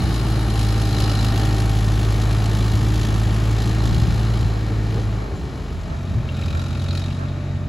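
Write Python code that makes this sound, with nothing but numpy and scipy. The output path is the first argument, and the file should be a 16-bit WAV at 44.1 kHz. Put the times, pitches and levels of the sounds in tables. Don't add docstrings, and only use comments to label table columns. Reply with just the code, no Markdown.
import sys
import numpy as np
from scipy import signal
from scipy.fft import rfft, irfft, next_fast_len
from scipy.io import wavfile
from scipy.ndimage import uniform_filter1d

SR = 44100
rng = np.random.default_rng(int(sys.argv[2]) if len(sys.argv) > 2 else 0)


def materialize(psi):
    bounded = np.clip(np.atleast_2d(psi).T, -1, 1)
    quanta = np.round(bounded * 32767).astype(np.int16)
    wavfile.write(sys.argv[1], SR, quanta)


def decibels_to_gain(level_db):
    exponent = np.asarray(level_db, float) / 20
    return 10 ** exponent


N = 339084
T = np.arange(N) / SR
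F = np.fft.rfftfreq(next_fast_len(N), 1 / SR)

# (time [s], firing rate [Hz], level at the phone [dB], throttle [dB], strain [0-1])
ENGINE = [(0.0, 57.3, -30, -3, 0.4), (0.2, 56.55, -31, -1, 0.37), (0.6, 54.01, -31, 0, 0.47),
          (1.1, 53.34, -29.5, -1, .6), (1.9, 53.63, -30.5, 0.5, 0.55), (3.55, 54.45, -31, 0, 0.47),
          (4.0, 56.22, -31.5, 0.5, .5), (4.38, 56.02, -32.5, 0.5, 0.36), (4.52, 54.48, -34, 0.5, .3),
          (5.15, 53.71, -34.5, 0, 0.12), (5.28, 52.33, -36.5, -5.5, 0.15), (5.76, 45.6, -38, -7, 0.28),
          (6.1, 46, -38, 0, 0.25), (6.3, 43.11, -37, -2, 0.09), (6.6, 44.72, -38, 0, 0.28),
          (6.85, 44.76, -38, 1, 0.59), (7.1, 46.26, -37.5, 0, 0.52), (7.69, 46.9, -39, -0.5, 0)]
# (time [s], added strain [0-1], length [s])
RUTS = [(0.15, 0.12, .05), (0.607, 0.22, 0.042), (1.015, 0.17, 0.054), (2.65, 0.057, 0.18),
        (3.041, 0.16, 0.13), (3.636, 0.18, 0.056), (3.924, 0.028, 0.07), (4.39, .1, 0.043),
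        (4.97, 0.24, .06), (6.4, 0.17, 0.11), (6.555, .4, 0.17), (6.978, 0.14, .1), (7.304, -0.22, 0.21)]
# (time [s], time [s])
TURN_S = (5.93, 5.96)

# (time of peak [s], peak level [dB], length [s])
GUSTS = [(0.0, -21, 0.11), (1.567, -50, 0.026), (1.781, -42, 0.074), (2.61, -40, 0.022),
         (2.742, -26, 0.017), (2.9, -28, 0.012), (3.054, -28.5, 0.2), (3.677, -23, 0.029),
         (3.957, -21, 0.11), (4.096, -22.5, 0.077), (4.43, -23.5, 0.057), (4.9, -35, 0.157),
         (5.07, -34, .07), (5.4, -27, 0.13), (5.61, -33, .03), (5.732, -33, 0.063), (5.883, -30, 0.11),
         (6.168, -25, 0.086), (6.514, -24, 0.12), (6.72, -34, 0.028), (6.896, -29, 0.028),
         (7.548, -35, 0.078), (7.69, -29, .04)]
# (frequency [Hz], density [dB per Hz])
WIND = [(25, -31.5), (45, -3), (75, 3.5), (110, -8.5), (170, -7.5), (350, -32)]
# (time [s], ...)
PUFF_S = (3.69, 4.44, 6.178)
# (peak level [dB], frequency [Hz])
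PUFFS = [(-15, 63), (-9, 84), (-6.5, 117.6)]
BREEZE_DB, GUST_RISE = -39, 0.97

# (before turn [dB], after turn [dB], throttle share [dB per dB])
HARMONICS = [(9.5, 1, 0.7), (10.5, 13, 2.07), (-7, 8, .5)]
# (order [per cycle], level [dB])
EARLY_ORDERS = [(1, -42), (2, -30), (3, -2), (4, -21), (5, -25), (6, 0), (7, -15.5), (8, -20), (9, -15),
                (10, -16), (11, -19), (12, -20.5), (13, -27.5), (14, -27.5), (15, -29.5), (16, -25.5),
                (17, -16.5), (18, -46.5), (19, -30), (20, -50), (21, -27.5), (22, -46), (23, -58),
                (24, -29)]
# (order [per cycle], level [dB])
LATE_ORDERS = [(1, -53.5), (2, -33.5), (3, -12), (4, -19.5), (5, -17), (6, 0), (7, -22), (8, -16), (9, -4),
               (10, -22.5), (11, -16), (12, -21), (13, -16), (14, -44), (15, -13.5), (16, -22), (17, -16.5),
               (18, -27.5), (19, -41), (20, -25.5), (21, -36), (22, -22), (23, -32), (24, -29.5)]
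WEAK_PER_THROTTLE = 0.36

# (frequency [Hz], density [dB per Hz])
ROAR = [(24, -53), (40, -6), (114, -10.5), (131, -0.5), (162, -20.5), (210, -7), (255, -14.5), (309, -11.5),
        (495, -18), (821, -22), (995, -20.5), (1140, -26.5), (1830, -27.5), (2070, -25), (2600, -30.5),
        (3380, -40.5), (5720, -120)]
# (frequency [Hz], width [Hz], level [dB])
BONNET = [(806, 224, -6.5), (1142, 300, -8), (383, 37, -3.5)]
# (frequency [Hz], density [dB per Hz])
KNOCK = [(1200, -30), (1850, -0.5), (2100, -46), (2600, -5), (3300, -4), (4500, -6.5), (5600, -9.5),
         (7000, -10), (8000, -15), (9000, -14), (11000, -19.5), (13000, -20.5), (15700, -29)]
# (frequency [Hz], width [Hz], level before turn [dB], level after turn [dB])
PANELS = [(4142, 340, 6, 1), (3804, 350, 0.5, 7.5), (4976, 420, 0.5, -3), (2946, 170, -3, -21),
          (2500, 390, -37, 5.5), (1740, 580, -19, -22), (1360, 210, 0, 6.5)]
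# (time [s], level against the knock [dB])
FACING = [(0, -3), (.5, -6), (1.2, -3), (1.9, -15.5), (2.5, -8.5), (3.4, -14.5), (3.8, -6.5), (4.5, -6),
          (6.2, -9.5), (6.36, -3), (7.69, -7.5)]
# (first level [dB], last level [dB])
AIR_DB = (5, -1)
KNOCK_DB, KNOCK_DB_PER_STRAIN, DEPTH_PER_STRAIN = -19, 14.5, 0.97

TEETH = 44
# (time [s], level [dB])
MESH = [(0, -50.5), (.5, -42.5), (1.8, -41.5), (2.2, -61), (4.4, -55), (5.0, -73), (5.65, -59),
        (5.85, -48.5), (7.69, -52)]
# (distance below it [multiples of the firing rate], start time [s], level against
# it [dB])
SIDEBANDS = [(1, 5.75, -3), (2, 6.1, 1.5), (4.33, 6.1, -4)]
HIGH_ORDERS, HIGH_DB, HIGH_SPREAD_DB = (31, 32, 34, 38, 41, 42), -24, 2

# (time [s], length [s], top pitch [Hz], level [dB])
BARKS = [
    (3.08, .11, 540, -39),
    (3.79, .11, 540, -39),
    (4.51, .11, 540, -38),
    (5.18, .12, 540, -37),
    (5.88, .11, 540, -38),
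    (6.52, .12, 545, -35),
    (7.17, .11, 550, -36),
]
# (frequency [Hz], width [Hz], level [dB])
MUZZLE = [(530, 130, 0), (1090, 220, -1), (1640, 260, -3)]

# (time [s], level [dB], length [s])
BUMPS = [
    (4.5, -44, 0.2),
    (4.75, -41, -0.4),
    (4.97, -32, -0.04),
    (5.3, -38.5, 0.08),
    (5.57, -40.5, 0.2),
]
# (frequency [Hz], width [Hz], level [dB])
BED = [(201.7, 100, 3), (413, 180, 7.5), (720, 400, -4.5)]

# (time [s], length [s], start frequency [Hz], end frequency [Hz], level [dB])
CHIRP = (5.35, .045, 7250, 7000, -52)
# (start time [s], frequency [Hz], level [dB])
HUM = (5.55, 400, -57)
# (time [s], peak level [dB], frequency [Hz])
CLACKS = [(6.288, -26, 2740), (6.423, -26, 2390), (6.8172, -36, 3897), (6.8844, -27, 4100),
          (6.9075, -22, 4000), (6.9492, -35, 4040), (6.9748, -25, 4070), (7.0184, -36, 3918),
          (7.0394, -32, 4000), (7.1077, -32, 2480), (7.2847, -32, 3607)]

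# (frequency [Hz], lead [half turns])
LEAD = [(1, 0), (1640, .06), (2000, .2), (2840, -.15), (3400, 0), (7500, 0), (8650, -1), (9350, -1),
        (10450, -2), (11750, -2), (12550, -3), (13800, -3), (14600, -4)]
# (frequency [Hz], difference [dB])
LEAN = [(60, -0.1), (300, 0), (700, 1.7), (1300, 3.5), (2400, 5.5), (3200, 0.5)]
# (frequency [Hz], level [dB])
SCATTER = [(110, -29), (300, -17), (900, -12), (2400, -8), (3400, -10), (3700, -65)]
# (frequency [Hz], level [dB])
SPREAD = [(3700, -60), (3900, -6), (5000, -8), (6400, -9), (6700, -22), (7000, -8), (7600, -8), (8000, -60)]
# (time [s], share [0-1])
ASKEW = [(0, 1), (1.0, .9), (1.55, .5), (1.62, 0), (6.5, 0), (6.6, 1), (7.69, .9)]
# (frequency [Hz], width [Hz], share [0-1])
DIPS = [(510, 50, .35), (985, 55, .5), (2070, 120, .55), (2600, 150, .3)]
# (frequency [Hz], width [Hz], level [dB])
FILL = (9220, 195, 2)


def curve(table):
    s, *columns = np.transpose(table)
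    return [np.interp(T, s, column) for column in columns]


def shape(table):
    hz, value = np.transpose(table)
    return np.interp(np.log(F + 1), np.log(hz + 1), value)


def unit(x):
    return x / np.sqrt(np.mean(x ** 2))


def colour(x, gain):
    size = next_fast_len(N)
    return irfft(rfft(x, size) * gain, size)[..., :N]


def noise(table):
    in_band = (F > table[0][0]) * (F < table[-1][0])
    return unit(colour(rng.standard_normal(N), decibels_to_gain(shape(table)) * in_band))


def ring(x, modes):
    out = 0
    for hz, width, db in modes:
        out = out + decibels_to_gain(db) * signal.lfilter(*signal.iirpeak(hz, hz / width, SR), x)
    return out


def walk(rate):
    hold = int(SR / rate / 8)
    steps = np.repeat(rng.standard_normal(N // 8 // hold + 2), hold)
    coarse = uniform_filter1d(uniform_filter1d(steps, hold), hold)
    return 1.19 * np.repeat(coarse, 8)[:N]


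def swell(s, length, rise=1):
    return np.exp(-((T - s) / (length * np.where(T < s, rise, 1))) ** 2)


def tone(order, cycles, db, start, waver):
    turns = order * cycles + start + waver * order * walk(9)
    return -decibels_to_gain(db) * np.sqrt(2) * np.cos(2 * np.pi * turns)


def wind():
    shared, own = noise(WIND), noise(WIND)
    gust = decibels_to_gain(BREEZE_DB) + sum(decibels_to_gain(db) * swell(s, length, GUST_RISE) for s, db, length in GUSTS)
    gust = gust * decibels_to_gain(1.34 * walk(16))
    puffs = np.zeros(N)
    for s, (db, hz) in zip(PUFF_S, PUFFS):
        puffs += decibels_to_gain(db) * swell(s, 0.008) * np.sin(2 * np.pi * hz * (T - s))
    return gust * (shared + 0.23 * own * np.array([[1], [-1]])) + puffs * np.array([[1.1], [.9]])


def exhaust(cycles, firing_db, weak_db, turn):
    out = np.zeros(N)
    starts = (-.13, 0, 0)
    for k, db in enumerate(firing_db):
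        out += tone(3 * (k + 1), cycles, db + .8 * walk(11), starts[k], waver=.004)
    coasting_db = -12 * turn * (1 - turn)
    for (order, early_db), (_, late_db) in zip(EARLY_ORDERS, LATE_ORDERS):
        if order in (3, 6, 9):
            continue
        db = (1 - turn) * (early_db + 10.5) + turn * (late_db + 11.0)
        db = weak_db + db + coasting_db + 1.6 * walk(5)
        out += tone(round(order), cycles, db, rng.random(), waver=.004)
    return out


def block(cycles, turn, roar_db, knock_db, panel_db, depth):
    turns = 3 * cycles
    firing = (turns + 1.1).astype(int)
    phase = (turns + 0.872) % 1
    chance = rng.standard_normal((firing[-1] + 1, len(PANELS) + 1))[firing].T
    pulse = (1 - np.exp(-phase / 0.14)) * np.exp(-phase / 0.302)
    depth = np.clip(depth, 0, 1)

    hiss = noise(KNOCK)
    treble = colour(hiss, F > 8000)
    askew = curve(ASKEW)[0]
    patchy = np.zeros(N)
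    for hz in (14150, 14850, 15550):
        share = np.clip(.5 + 1.5 * askew + 3 * walk(35), 0, 1)
        patchy += colour(hiss, abs(F - hz) < 350) * share
    air = decibels_to_gain(np.interp(T, (0, T[-1]), AIR_DB))
    hiss += treble * (air - 1) - patchy * air
    knock = hiss * (1 + depth * (unit(pulse * decibels_to_gain(2.43 * chance[0])) - 1))

    panels = np.zeros(N)
    for (hz, width, early_db, late_db), size in zip(PANELS, chance[1:]):
        blows = rng.standard_normal(N) * (1 - depth + depth * unit(pulse ** 2 * decibels_to_gain(2.8 * size)))
        mode = [(hz, width, 0)]
        panels += decibels_to_gain(early_db + turn * (late_db - early_db)) * unit(ring(ring(blows, mode), mode))

    sheet = unit(ring(ring(rng.standard_normal(N), BONNET), BONNET))
    throb = 1 + 0.27 * (unit(pulse) - 1)
    roar = (noise(ROAR) + decibels_to_gain(-12.0) * sheet) * throb * decibels_to_gain(.5 * walk(9.7))
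    out = decibels_to_gain(roar_db + 3.0) * roar + decibels_to_gain(knock_db + 4.0) * knock
    return out + decibels_to_gain(knock_db + panel_db - 2.0) * panels


def gears(cycles, weak_db):
    mesh_db = curve(MESH)[0]
    wander = .12 * walk(10)

    def whine(teeth, db):
        return decibels_to_gain(db + 1.2 * walk(5)) * np.sqrt(2) * np.sin(2 * np.pi * (teeth * cycles + wander))

    out = whine(TEETH, mesh_db)
    for below, s, db in SIDEBANDS:
        out += np.clip((T - s) / .1, 0, 1) * whine(round(TEETH - 3 * below), mesh_db + db)
    for order in HIGH_ORDERS:
        size, start = rng.standard_normal(2)
        db = weak_db + HIGH_DB + HIGH_SPREAD_DB * size + 3 * walk(3)
        out += tone(order, cycles, db, start, waver=.003)
    return out


def dog():
    out = np.zeros(N)
    far = signal.butter(4, 2100, fs=SR, output="sos")
    for s, length, hz, db in BARKS:
        u = np.arange(int(length * SR)) / (length * SR)
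        pitch = hz * (1 - 0.242 * np.clip(1 - u / 0.4973, 0, 1) ** 2)
        pulses = np.diff(np.floor(np.cumsum(pitch / SR)), prepend=0)
        breath = 1.5 * rng.standard_normal(len(u))
        voice = ring(ring(unit(pulses) + breath, MUZZLE), MUZZLE)
        voice = signal.sosfilt(far, voice)
        first = int(s * SR)
        out[first:first + len(u)] = decibels_to_gain(db) * unit(voice) * np.sin(np.pi * u ** 0.83)
    return np.array([-.6 * out, out])


def trailer():
    boom = unit(ring(ring(rng.standard_normal(N), BED), BED))
    return boom * sum(decibels_to_gain(db) * swell(s, length) for s, db, length in BUMPS)


def bird():
    s, length, start_hz, end_hz, db = CHIRP
    u = np.clip((T - s) / length, 0, 1)
    turns = np.cumsum(start_hz + u * (end_hz - start_hz)) / SR
    return decibels_to_gain(db) * np.sin(np.pi * u) * np.sin(2 * np.pi * turns)


def pump():
    s, hz, db = HUM
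    fade = np.clip((T - s) / .2, 0, 1)
    return fade * decibels_to_gain(db + walk(4)) * np.sin(2 * np.pi * hz * T) * np.array([[1], [-1]])


def hitch():
    out, t = np.zeros(N), np.arange(900) / SR
    for s, db, hz in CLACKS:
        blow = rng.standard_normal(900) * np.exp(-t / 0.0072)
        steel = [(hz, 800, 0)]
        clack = ring(ring(blow, steel), steel)
        first = int(s * SR)
        out[first:first + len(t)] = decibels_to_gain(db - 2.0) * clack / np.abs(clack).max()
    return out


def ports(x):
    x = x * np.clip(np.minimum(T, T[-1] - T) / .003, 0, 1)
    askew = curve(ASKEW)[0]
    half = decibels_to_gain(shape(LEAN) / 2) * np.exp(.5j * np.pi * shape(LEAD))
    ground = np.prod([1 - share * np.exp(-((F - hz) / width) ** 2) for hz, width, share in DIPS], axis=0)
    direct = colour(x, ground * np.array([half, 1 / half]))

    tail = rng.standard_normal(6000) * np.exp(-np.arange(6000) / 860.0)
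    echo = rfft(tail / np.sqrt(np.sum(tail ** 2)), next_fast_len(N))
    side = colour(x, echo * decibels_to_gain(shape(SCATTER))) + askew * colour(x, echo * decibels_to_gain(shape(SPREAD)))

    hz, width, db = FILL
    fill = colour(x, decibels_to_gain(db) * np.exp(-((F - hz) / width) ** 2))
    fill = np.clip(20 * askew - 18.2, 0, 1) * fill
    return fill + direct + side * np.array([[1], [-1]])


def scene():
    firing_hz, engine_db, throttle_db, strain = curve(ENGINE)
    strain = strain + sum(more * swell(s, length) for s, more, length in RUTS)
    cycles = np.cumsum(firing_hz / 3) / SR + .1 / 3
    turn = np.interp(T, TURN_S, (0, 1))
    firing_db = [engine_db + early + turn * (late - early) + share * throttle_db
                 for early, late, share in HARMONICS]
    weak_db = engine_db + WEAK_PER_THROTTLE * throttle_db
    knock_db = engine_db + KNOCK_DB + KNOCK_DB_PER_STRAIN * strain
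    tractor = exhaust(cycles, firing_db, weak_db, turn)
    tractor += block(cycles, turn, engine_db, knock_db, curve(FACING)[0], DEPTH_PER_STRAIN * strain)
    tractor += gears(cycles, weak_db)
    return ports(tractor + trailer() + bird() + hitch()) + wind() + dog() + pump()


def low_pass(x):
    return signal.sosfilt(signal.butter(12, 16600, fs=SR, output="sos"), x)


def record(dry):
    low_cut = signal.butter(2, 35, "high", fs=SR, output="sos")
    mix = signal.sosfilt(low_cut, dry)
    return low_pass(mix)


dry = scene()
out = record(dry)
materialize(out)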